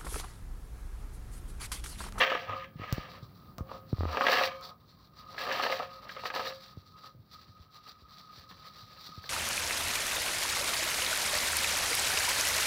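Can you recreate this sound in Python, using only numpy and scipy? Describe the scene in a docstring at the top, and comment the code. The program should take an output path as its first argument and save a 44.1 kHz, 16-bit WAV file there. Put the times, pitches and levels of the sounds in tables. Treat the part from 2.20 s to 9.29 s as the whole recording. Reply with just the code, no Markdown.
"""Snail shells knock on a steel bowl and click on each other as they slide from a thin bag in gushes and trickles.
Random hails of short contacts make the flow and ring the bowl's modes; hard landings stand out singly.
The plastic bag crackles in swarms of creases over a sliding hiss, snaps when taut, and sticks and slips on the rim.
Decaying sines make the soft handling bumps and the low boom of the bowl rocking on a concrete floor.
A low rumble of filtered noise lies behind, and all of it is heard close up through a phone."""
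import sys
import numpy as np
from scipy import signal
from scipy.fft import rfft, irfft
from scipy.io import wavfile
from scipy.ndimage import uniform_filter1d

SR = 44100
rng = np.random.default_rng(int(sys.argv[2]) if len(sys.argv) > 2 else 0)


def store_wav(level_fs):
    """Save 16-bit WAV to argv[1]."""
    pcm = np.round(np.clip(np.atleast_2d(level_fs), -1, 1) * 32767)
    wavfile.write(sys.argv[1], SR, pcm.T.astype(np.int16))


N = 312757
T = np.arange(N) / SR  # time axis, s

# Levels in the tables are mix settings; each source adds its own trim or random spread.
# Shells slide out of the bag in gushes and trickles; rise and fall are times for a tenfold change:
# full_flow_s, hold_s, rise_s, fall_s, knock_level_db, click_level_db, film_level_db
GUSHES = [(0.008, 0.019, 0.09, 0.18, -34.5, -24.5, -40), (2.081, 0.16, 0.18, 0.092, -37.5, -32, -33.5),
          (3.191, 0.048, 0.038, 0.06, -53, -43, -42), (3.322, 0.26, 0.17, .12, -40.5, -38, -38),
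          (3.905, 0.093, 0.13, .1, -56.5, -51.5, -54.5), (4.062, 0.0083, 0.027, 0.043, -50, -40, -39),
          (4.15, 0.14, 0.028, 0.078, -46.5, -43.5, -37)]
KNOCK_LEAD_S = 0.053  # the first shells reach the steel before the crowd; at most half the rise
FLOW_SAG_DB_PER_S = 7
CLUMP_DB, CLUMPS_PER_S = 1.5, 41  # shells leave the bag in clumps

# Shells scrape or shift over the steel while the bag is moved: start_s, hold_s, knock_level_db, click_level_db
SCRAPES = [(0.191, 0.042, -53, -48.5), (0.294, 0.044, -44, -44), (0.379, 0.067, -72, -48.5),
           (0.614, 0.24, -55, -47.5), (0.864, 0.11, -59, -56.5), (1.495, 0.064, -52, -60.5),
           (1.887, .05, -46, -52), (2.436, 0.073, -55.5, -78)]
SCRAPE_RISE_S, SCRAPE_FALL_S = 0.051, 0.043

# Single shells that land hard: start_s, level_db, click_db (relative to the knock), shell_pitch_hz
LANDINGS = [(0.005, -23.5, 10.5, 1790), (0.014, -21, 1.5, 2780), (0.116, -18, -16, 1830),
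            (0.15, -20.5, -4, 1660), (0.331, -30.5, -15, 2710), (0.443, -45.5, 11, 2040),
            (0.636, -33.5, -1, 2220), (1.383, -36, -24, 1820), (1.407, -38, -17, 1710),
            (1.515, -26.5, -24, 1460), (1.946, -21.5, -29, 1760), (1.971, -17, -4.5, 1630),
            (2.009, -13.5, -8, 1610), (2.04, -19, -18, 1620), (2.067, -17, 6, 1645),
            (2.084, -15.5, 1, 1690), (2.125, -17, -20, 1780), (2.16, -22, 1, 1750),
            (2.182, -25.5, 7.5, 1720), (2.21, -16.5, -18, 1880), (3.18, -37.5, 11.5, 1670),
            (3.217, -38.5, 6, 2700), (3.266, -36, 4, 1630), (3.3, -45, -12, 1920), (3.314, -41.5, 20, 1700),
            (3.397, -18, -18, 1730), (3.436, -20.5, 0, 1625), (3.463, -18, -6, 1810),
            (3.499, -20, -11, 1680), (3.524, -21, 1, 2087), (3.598, -22, -27, 1740),
            (3.623, -24, -21, 2080), (3.893, -46, 18, 1600), (3.965, -30, -7, 2140), (4.036, -28, -9, 1770),
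            (4.055, -26, 2.5, 1830), (4.102, -29.5, 3.5, 1620), (4.14, -28.5, -2, 1750),
            (4.161, -22, -6, 2010), (4.194, -22.5, -8, 1640), (4.267, -42, 10, 1810),
            (4.842, -43, -12.5, 3070), (6.312, -44, 3, 1790), (7.04, -44, 5, 1560)]

# Modes of the steel bowl: pitch_hz, level_db, t60_s
BOWL_MODES = [(493, -15, 0.42), (532.7, 12.5, 0.53), (550.4, 3.5, 0.282), (711, 12.5, 0.28),
              (836, -12.5, 0.46), (1034, -10.5, 0.33), (1099, 4, 0.5), (1235, 2, 0.37), (1565, 5.5, 0.25),
              (1620, -3.5, 0.16), (1684, -13, 0.83), (1970, -25, 0.146), (2313, -2, 0.64), (2550, 2, 0.18),
              (2580, -10, 0.21), (2744, -0.5, 0.14), (3186, -1, 0.36), (4200, -19, 0.22)]

# Spectra of a knock on steel and of a click between shells: frequency_hz, level_db
KNOCK_SPECTRUM = [(100, -27.5), (250, -7.5), (380, -7.5), (480, 5.5), (750, 1), (950, 2), (1300, 0),
                  (1800, -18.5), (3000, -21), (8000, -60)]
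SHELL_SPECTRUM = [(400, -55.5), (1100, -18.5), (1450, -11.5), (1700, 12.5), (2200, 5.5), (2800, 5.5),
                  (3400, -0.5), (4800, -15), (5700, -13.5), (6600, -25), (7300, -30), (10000, -42.5),
                  (16000, -41)]

# The hands tug and shake the bag, and it rubs the rim: start_s, hold_s, film_level_db, rim_level_db
TUGS = [(0.177, 0.13, -55.5, -62), (0.336, 0.01, -64, -39.5), (0.367, 0.058, -58, -44.5),
        (0.615, 0.19, -54, -49), (0.832, 0.15, -53.5, -57), (1.03, 0.19, -63, -65.5),
        (1.255, .05, -63.5, -61), (1.507, 0.064, -58, -63), (1.7, 0.077, -61, -75), (1.793, 0.21, -48, -49),
        (2.32, 0.043, -53, -48.5), (2.417, 0.075, -53, -48.5), (2.608, 0.26, -66.5, -68.5),
        (2.84, 0.017, -62.5, -64), (2.973, 0.21, -55.5, -53.5), (3.71, 0.62, -52.5, -52.5),
        (4.416, 0.097, -52, -59.5), (4.572, 0.2, -64, -67), (4.773, 0.073, -59, -56),
        (4.838, 0.023, -48, -55), (4.964, 0.14, -71.5, -79), (5.135, 0.15, -57, -60.5),
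        (5.366, 0.098, -61, -63), (5.553, 0.028, -53, -58), (5.675, 0.013, -47.5, -51.5),
        (5.762, 0.15, -60.5, -64.5), (5.937, 0.097, -52.5, -58), (6.094, .15, -52, -57),
        (6.297, 0.027, -52, -51.5), (6.37, .02, -53, -70), (6.436, .045, -48.5, -52.5),
        (6.54, 0.097, -51.5, -60.5), (6.698, 0.055, -51.5, -61.5), (6.77, 0.045, -49, -65),
        (6.87, 0.13, -54.5, -55.5), (7.03, 0.08, -50, -56)]
TUG_RISE_S, TUG_FALL_S = 0.062, 0.067
TUG_SAG_DB_PER_S = 9  # scrapes sag at this rate too
STIR_KNOCK_DB, STIR_CLICK_DB = -19, -13.5  # each tug stirs the heap; relative to its film level

# Spectra of the crackling film and of its sharp snaps: frequency_hz, level_db
FILM_SPECTRUM = [(200, -26), (700, -6.5), (1500, -8), (2900, -11), (3900, 2), (4700, 2), (5700, -7.5),
                 (6600, -22), (7200, -20), (10000, -28.5), (13000, -27.5), (16000, -30)]
SNAP_SPECTRUM = [(300, 6), (1500, 6.5), (3000, 2), (5500, 6.5), (8000, -4.5), (12000, -15.5), (16000, -9.5)]

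# Sharp snaps of the film: start_s, level_db
SNAPS = [(0.7263, -20), (1.3831, -31), (2.4114, -41)]

# The rim's note as the bowl fills: time_s, pitch_hz, lower_partner_db (relative to the upper note)
RIM_NOTES = [(.3, 1211, -5), (2.3, 1222, 2), (4.4, 1245, -6.5)]
RIM_FLUTTER_DB = 3

# The foot of the bowl taps the floor: start_s, boom_level_db, contact_db (relative to the boom level)
FLOOR_TAPS = [(0.286, -37, -12), (1.7835, -25, -6), (1.808, -40.5, 20), (1.8336, -46, 26),
              (1.854, -35, 15.5)]

# Soft low bumps of the handling: start_s, level_db, pitch_hz, contact_db (relative to the bump level)
BUMPS = [(0.554, -33.5, 146, -80), (0.596, -39.5, 89, -7), (0.616, -42.5, 91.5, -6),
         (0.723, -18.5, 121, -47), (0.78, -41.5, 138, 4.5), (1.025, -35.5, 114, -22),
         (1.383, -36, 90, -18.5), (1.406, -24.5, 83, -25), (1.728, -17.5, 105, -20),
         (4.571, -34.5, 95, -19.5), (4.948, -45, 110, -17.5), (4.989, -41, 111.6, -32),
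         (5.288, -42, 100, -33), (5.395, -40.5, 78, -27), (5.821, -47, 64.7, -13.5),
         (6.178, -45, 79.5, -15), (6.309, -46, 173, -17), (6.622, -44, 112, -35), (6.89, -49, 164, -8),
         (6.976, -35.5, 91, -22)]

# Spectrum of the background air: frequency_hz, level_db
AIR_SPECTRUM = [(25, -27.5), (50, 3), (110, 6), (190, 3.5), (300, -6.5), (600, -13), (1400, -21),
                (2800, -33.5), (4400, -29), (6500, -42.5), (16000, -40)]

# Slow level of the low rumble: time_s, level_db
RUMBLE_LEVEL = [(0, -58.5), (1.6, -54), (2.7, -60), (4.3, -59.5), (5.5, -64), (7, -62)]

# Resonances of the microphone housing: left_hz, right_hz, width_hz, level_db
MICROPHONE_RESONANCES = [(1250, 1250, 90, 5), (15060, 15240, 750, 19)]
TOP_HZ = 15700


def activity():
    """How strongly shells knock, shells click and the film crackles: gushes, scrapes and tugs add in power."""
    knocking, clicking, crackling = np.zeros((3, N))
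    clumps = amp(CLUMP_DB * wander(CLUMPS_PER_S))
    clumps /= np.sqrt(np.mean(clumps ** 2))
    for s, hold, rise, fall, knock_db, click_db, film_db in GUSHES:
        lead = min(KNOCK_LEAD_S, rise / 2)
        flow = swell(s, hold, rise, fall, FLOW_SAG_DB_PER_S)
        early_flow = swell(s - lead, hold + lead, rise, fall, FLOW_SAG_DB_PER_S)
        knocking += (amp(knock_db) * early_flow * clumps) ** 2
        clicking += (amp(click_db) * flow * clumps) ** 2
        crackling += (amp(film_db) * flow) ** 2
    for s, hold, knock_db, click_db in SCRAPES:
        scrape = swell(s, hold, SCRAPE_RISE_S, SCRAPE_FALL_S, TUG_SAG_DB_PER_S)
        knocking += (amp(knock_db) * scrape) ** 2
        clicking += (amp(click_db) * scrape) ** 2
    for s, hold, film_db, _ in TUGS:
        film = amp(film_db) * tug(s, hold)
        knocking += (amp(STIR_KNOCK_DB) * film) ** 2
        clicking += (amp(STIR_CLICK_DB) * film) ** 2
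        crackling += film ** 2
    return np.sqrt([knocking, clicking, crackling])


def shells(knocking, clicking, count=10):
    """A hail of shells on many spots: each knocks on the steel, clicks on its neighbours and rings the bowl."""
    # Louder knocking is also denser, in impacts per second.
    rate = 260 + 380 * np.sqrt(knocking / amp(-35.5))
    # Scraping shells make a finer hail.
    for s, hold, _, _ in SCRAPES:
        rate += 1200 * ((T > s - SCRAPE_RISE_S) & (T < s + hold + SCRAPE_FALL_S))
    bare = bare_steel(T)
    out = np.zeros(N)
    for _ in range(count):
        stream = hail(rate / count, spread_db=4) / np.sqrt(count)
        knocks = amp(1.0) * stream * knocking
        clicks = amp(-2.0) * stream * clicking
        low_ring, high_ring = steel()
        out += through(knocks, contact(KNOCK_SPECTRUM, t60=0.042, chatter_db=12.5))
        out += through(clicks, contact(SHELL_SPECTRUM, t60=0.025, chatter_db=7))
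        out += amp(-4) * through(knocks * bare, low_ring)
        out += amp(-9) * through(clicks * bare, high_ring)
    return out


def landings():
    """Hard landings stand out of the hail: a knock, the click and ring of the shell, a short ring of the steel."""
    out = np.zeros(N)
    for s, db, click_db, shell_hz in LANDINGS:
        low_ring, high_ring = (bare_steel(s) * peaked(ring) for ring in steel())
        knock = peaked(contact(KNOCK_SPECTRUM, t60=0.055, chatter_db=10)) + amp(-10) * low_ring
        click = peaked(contact(SHELL_SPECTRUM, t60=0.035, chatter_db=12)) + amp(-16) * high_ring
        add(out, s, amp(db - 4.0) * (knock + amp(click_db) * click))
        add(out, s, amp(db + click_db - 7) * hollow(shell_hz, t60=0.04))
    return out


def hollow(hz, t60, size=8192):
    """The brief ring of one hollow shell: a decaying sine."""
    return np.sin(2 * np.pi * hz * T[:size]) * fade(t60, size)


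def steel(size=8192):
    """Low and high ring of the bowl struck at a random spot; each spot's modes are detuned a little at random."""
    hz, db, t60 = np.transpose(BOWL_MODES)
    detune, spot = rng.standard_normal((len(hz), 2)).T
    gain = amp(db + 3.8 * spot) * rng.choice([-1, 1], len(hz))
    waves = np.sin(2 * np.pi * np.outer(hz * (1 + 0.013 * detune), T[:size]))
    decays = np.exp(-np.log(1000) * T[:size] / t60[:, None])
    modes = gain[:, None] * waves * decays
    low = hz < 1500
    return unit(modes[low].sum(axis=0)), unit(modes[~low].sum(axis=0))


def bare_steel(s):
    """Gain of the ring at time s: the growing heap muffles the bowl."""
    return amp(np.interp(s, [0, 2, 4.5], [-1, -1, -4]))


def bag(crackling, count=5):
    """Creases of the thin film buckle in swarms over a fine sliding hiss."""
    creases = np.zeros(N)
    for _ in range(count):
        buckles = hail(200, spread_db=5)
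        creases += through(buckles, contact(FILM_SPECTRUM, t60=0.02, chatter_db=7))
    sliding = through(rng.standard_normal(N), colour(FILM_SPECTRUM))
    film = amp(-2) * creases / np.sqrt(count) + amp(-7) * sliding
    flicker = amp(-3.5 + 3.4 * wander(35))
    return crackling * flicker * film


def snaps():
    """Single bright cracks of taut film: a tick with a little chatter."""
    out = np.zeros(N)
    for s, db in SNAPS:
        crack = peaked(contact(SNAP_SPECTRUM, t60=0.03, chatter_db=-13))
        add(out, s, amp(db + 2) * crack)
    return out


def rim():
    """The film sticks and slips on the rim and keeps two notes ringing, whose pitch and balance drift."""
    out = np.zeros(N)
    slips = hail(1500, spread_db=3)
    times, pitches, partners = np.transpose(RIM_NOTES)
    for s, hold, _, db in TUGS:
        near = np.abs(T - s - hold / 2) < 0.5
        hz = np.interp(s, times, pitches)
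        partner = amp(np.interp(s, times, partners))
        upper, lower = (resonate(resonate(slips[near], f, width=95), f, width=95) for f in (hz, 0.868 * hz))
        ring = upper + partner * lower
        # Level the ring so that the pull sets the strength.
        steady = ring / np.sqrt(uniform_filter1d(ring ** 2, size=2000) + 1e-12)
        out[near] += amp(db) * tug(s, hold)[near] * steady
    return amp(-7 + RIM_FLUTTER_DB * wander(40)) * out


def tug(s, hold):
    """Strength of one tug on the bag."""
    return swell(s, hold, TUG_RISE_S, TUG_FALL_S, TUG_SAG_DB_PER_S)


def rocking(size=22050):
    """Each tap on the floor feeds the bowl's lowest mode, which sinks under the load until the gush smothers it."""
    taps, swing = np.zeros((2, N))
    for s, db, contact_db in FLOOR_TAPS:
        add(swing, s, amp(db) * (1 - fade(0.017, size)) * fade(0.38, size))
        add(taps, s, -amp(db + contact_db) * push(0.0004, size))
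    boom_hz = np.interp(T, [0.4, 1.85, 1.95], [100, 85, 72])
    boom = np.sin(2 * np.pi * np.cumsum(boom_hz) / SR)
    free = np.interp(T, [1.935, 1.96], [1, 0])
    return taps + free * swing * boom


def bumps(size=16384):
    """Dull, heavily damped bumps; the gentler the touch, the slower they rise and the longer they sway."""
    out = np.zeros(N)
    for s, db, hz, contact_db in BUMPS:
        gentle = np.interp(db, [-44, -32], [1, 0])
        envelope = (1 - fade(0.003 + 0.04 * gentle, size)) * fade(0.042 + 0.06 * gentle, size)
        sway = np.sin(2 * np.pi * hz * T[:size]) * envelope
        add(out, s + 0.00239, amp(db + 3.0) * sway)
        # The contact pulse starts about a millisecond ahead of the sway.
        add(out, s + 0.0013, -amp(db + contact_db + 18.0 - 2.8 * gentle) * push(0.00085, size))
    return out


def air():
    """Faint background of filtered noise, mostly a low rumble that swells unevenly."""
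    level_db = np.interp(T, *np.transpose(RUMBLE_LEVEL)) + 0.48 * wander(4.3)
    return amp(level_db) * through(rng.standard_normal(N), colour(AIR_SPECTRUM))


def hail(rate, spread_db):
    """Random impacts of uneven size and sign, about unit rms at any rate per second."""
    size = amp(spread_db * np.clip(rng.standard_normal(N), -2, 2)) * rng.choice([-1, 1], N)
    hits = rng.random(N) < rate / SR
    return hits * size / size.std() * np.sqrt(SR / rate)


def contact(spectrum, t60, chatter_db, size=8192):
    """One contact: a sharp tick and a brief chatter of whatever lies next to it."""
    burst = amp(chatter_db) * unit(rng.standard_normal(size) * fade(t60, size))
    burst[0] += 1
    return unit(signal.fftconvolve(burst, colour(spectrum))[:size])


def push(seconds, size):
    """A soft contact: a rounded one-sided pulse of unit height that peaks after the given time."""
    age = T[:size] / max(seconds, 1e-5)
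    return (age * np.exp(1 - age)) ** 2


def swell(s, hold, rise, fall, sag_db):
    """Attack, hold sagging by sag_db a second, release; rise and fall are the times for a tenfold change."""
    early = np.maximum(s - T, 0) / max(rise, 1e-3)
    late = np.maximum(T - s - hold, 0) / max(fall, 1e-3)
    return amp(-20 * (early + late) - sag_db * np.clip(T - s, 0, hold))


def wander(rate):
    """Smooth random motion with unit spread that changes about rate times a second."""
    step = int(SR / rate)
    steps = np.repeat(rng.standard_normal(N // 100)[:N // step + 1], step)[:N]
    smooth = uniform_filter1d(uniform_filter1d(steps, step), step)
    return smooth / smooth.std()


def fade(t60, size):
    """Exponential decay that falls 60 dB in t60 seconds."""
    return np.exp(-np.log(1000) * T[:size] / max(t60, 1e-4))


def colour(points, size=2048):
    """Causal unit-energy response with the given spectrum, made minimum-phase by folding its cepstrum."""
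    hz, db = np.transpose(points)
    bins = np.maximum(np.fft.rfftfreq(size, 1 / SR), 1)
    level_db = np.interp(np.log(bins), np.log(hz), db)
    cepstrum = irfft(np.log(amp(level_db)))
    cepstrum[1:size // 2] *= 2
    cepstrum[size // 2 + 1:] = 0
    return unit(irfft(np.exp(rfft(cepstrum))))


def resonate(x, hz, width):
    """A resonance with unit gain at its centre and a width in Hz."""
    return signal.lfilter(*signal.iirpeak(hz, hz / width, fs=SR), x)


def through(x, response):
    """Pass a signal through a response."""
    return signal.oaconvolve(x, response)[:N]


def add(track, s, sound):
    """Mix a sound into a track at time s."""
    start = int(np.clip(s * SR, 0, N - 1))
    track[start:start + len(sound)] += sound[:N - start]


def amp(db):
    """Decibels to gain."""
    return 10 ** (np.asarray(db) / 20)


def unit(x):
    """Scale a response to unit energy."""
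    return x / np.sqrt(np.sum(x ** 2))


def peaked(x):
    """Scale a response to unit peak."""
    return x / np.abs(x).max()


def scene():
    """Sources sit in the middle with a faint stereo spread; floor and walls add a short, weak tail."""
    knocking, clicking, crackling = activity()
    near = shells(knocking, clicking) + landings() + rim() + bag(crackling) + snaps()
    size = SR // 2
    late = T[:size] > 0.004
    tail, width = (unit(rng.standard_normal(size) * fade(0.16, size) * late) for _ in range(2))
    mid = near + amp(-10.5) * through(near, tail) + bumps() + rocking() + air()
    side = amp(-41) * through(mid, width)
    return np.array([mid + side, mid - side])


def record(dry):
    """The microphone housing rings at two pitches; the phone cuts the deepest bass and the top."""
    out = dry.copy()
    for left_hz, right_hz, width, db in MICROPHONE_RESONANCES:
        ring = np.array([resonate(dry[0], left_hz, width), resonate(dry[1], right_hz, width)])
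        out += amp(db) * ring
    out = signal.sosfilt(signal.butter(4, 37, "high", fs=SR, output="sos"), out)
    return signal.sosfilt(signal.ellip(10, 0.2, 80, TOP_HZ, fs=SR, output="sos"), out)


dry = scene()
out = record(dry)
store_wav(out)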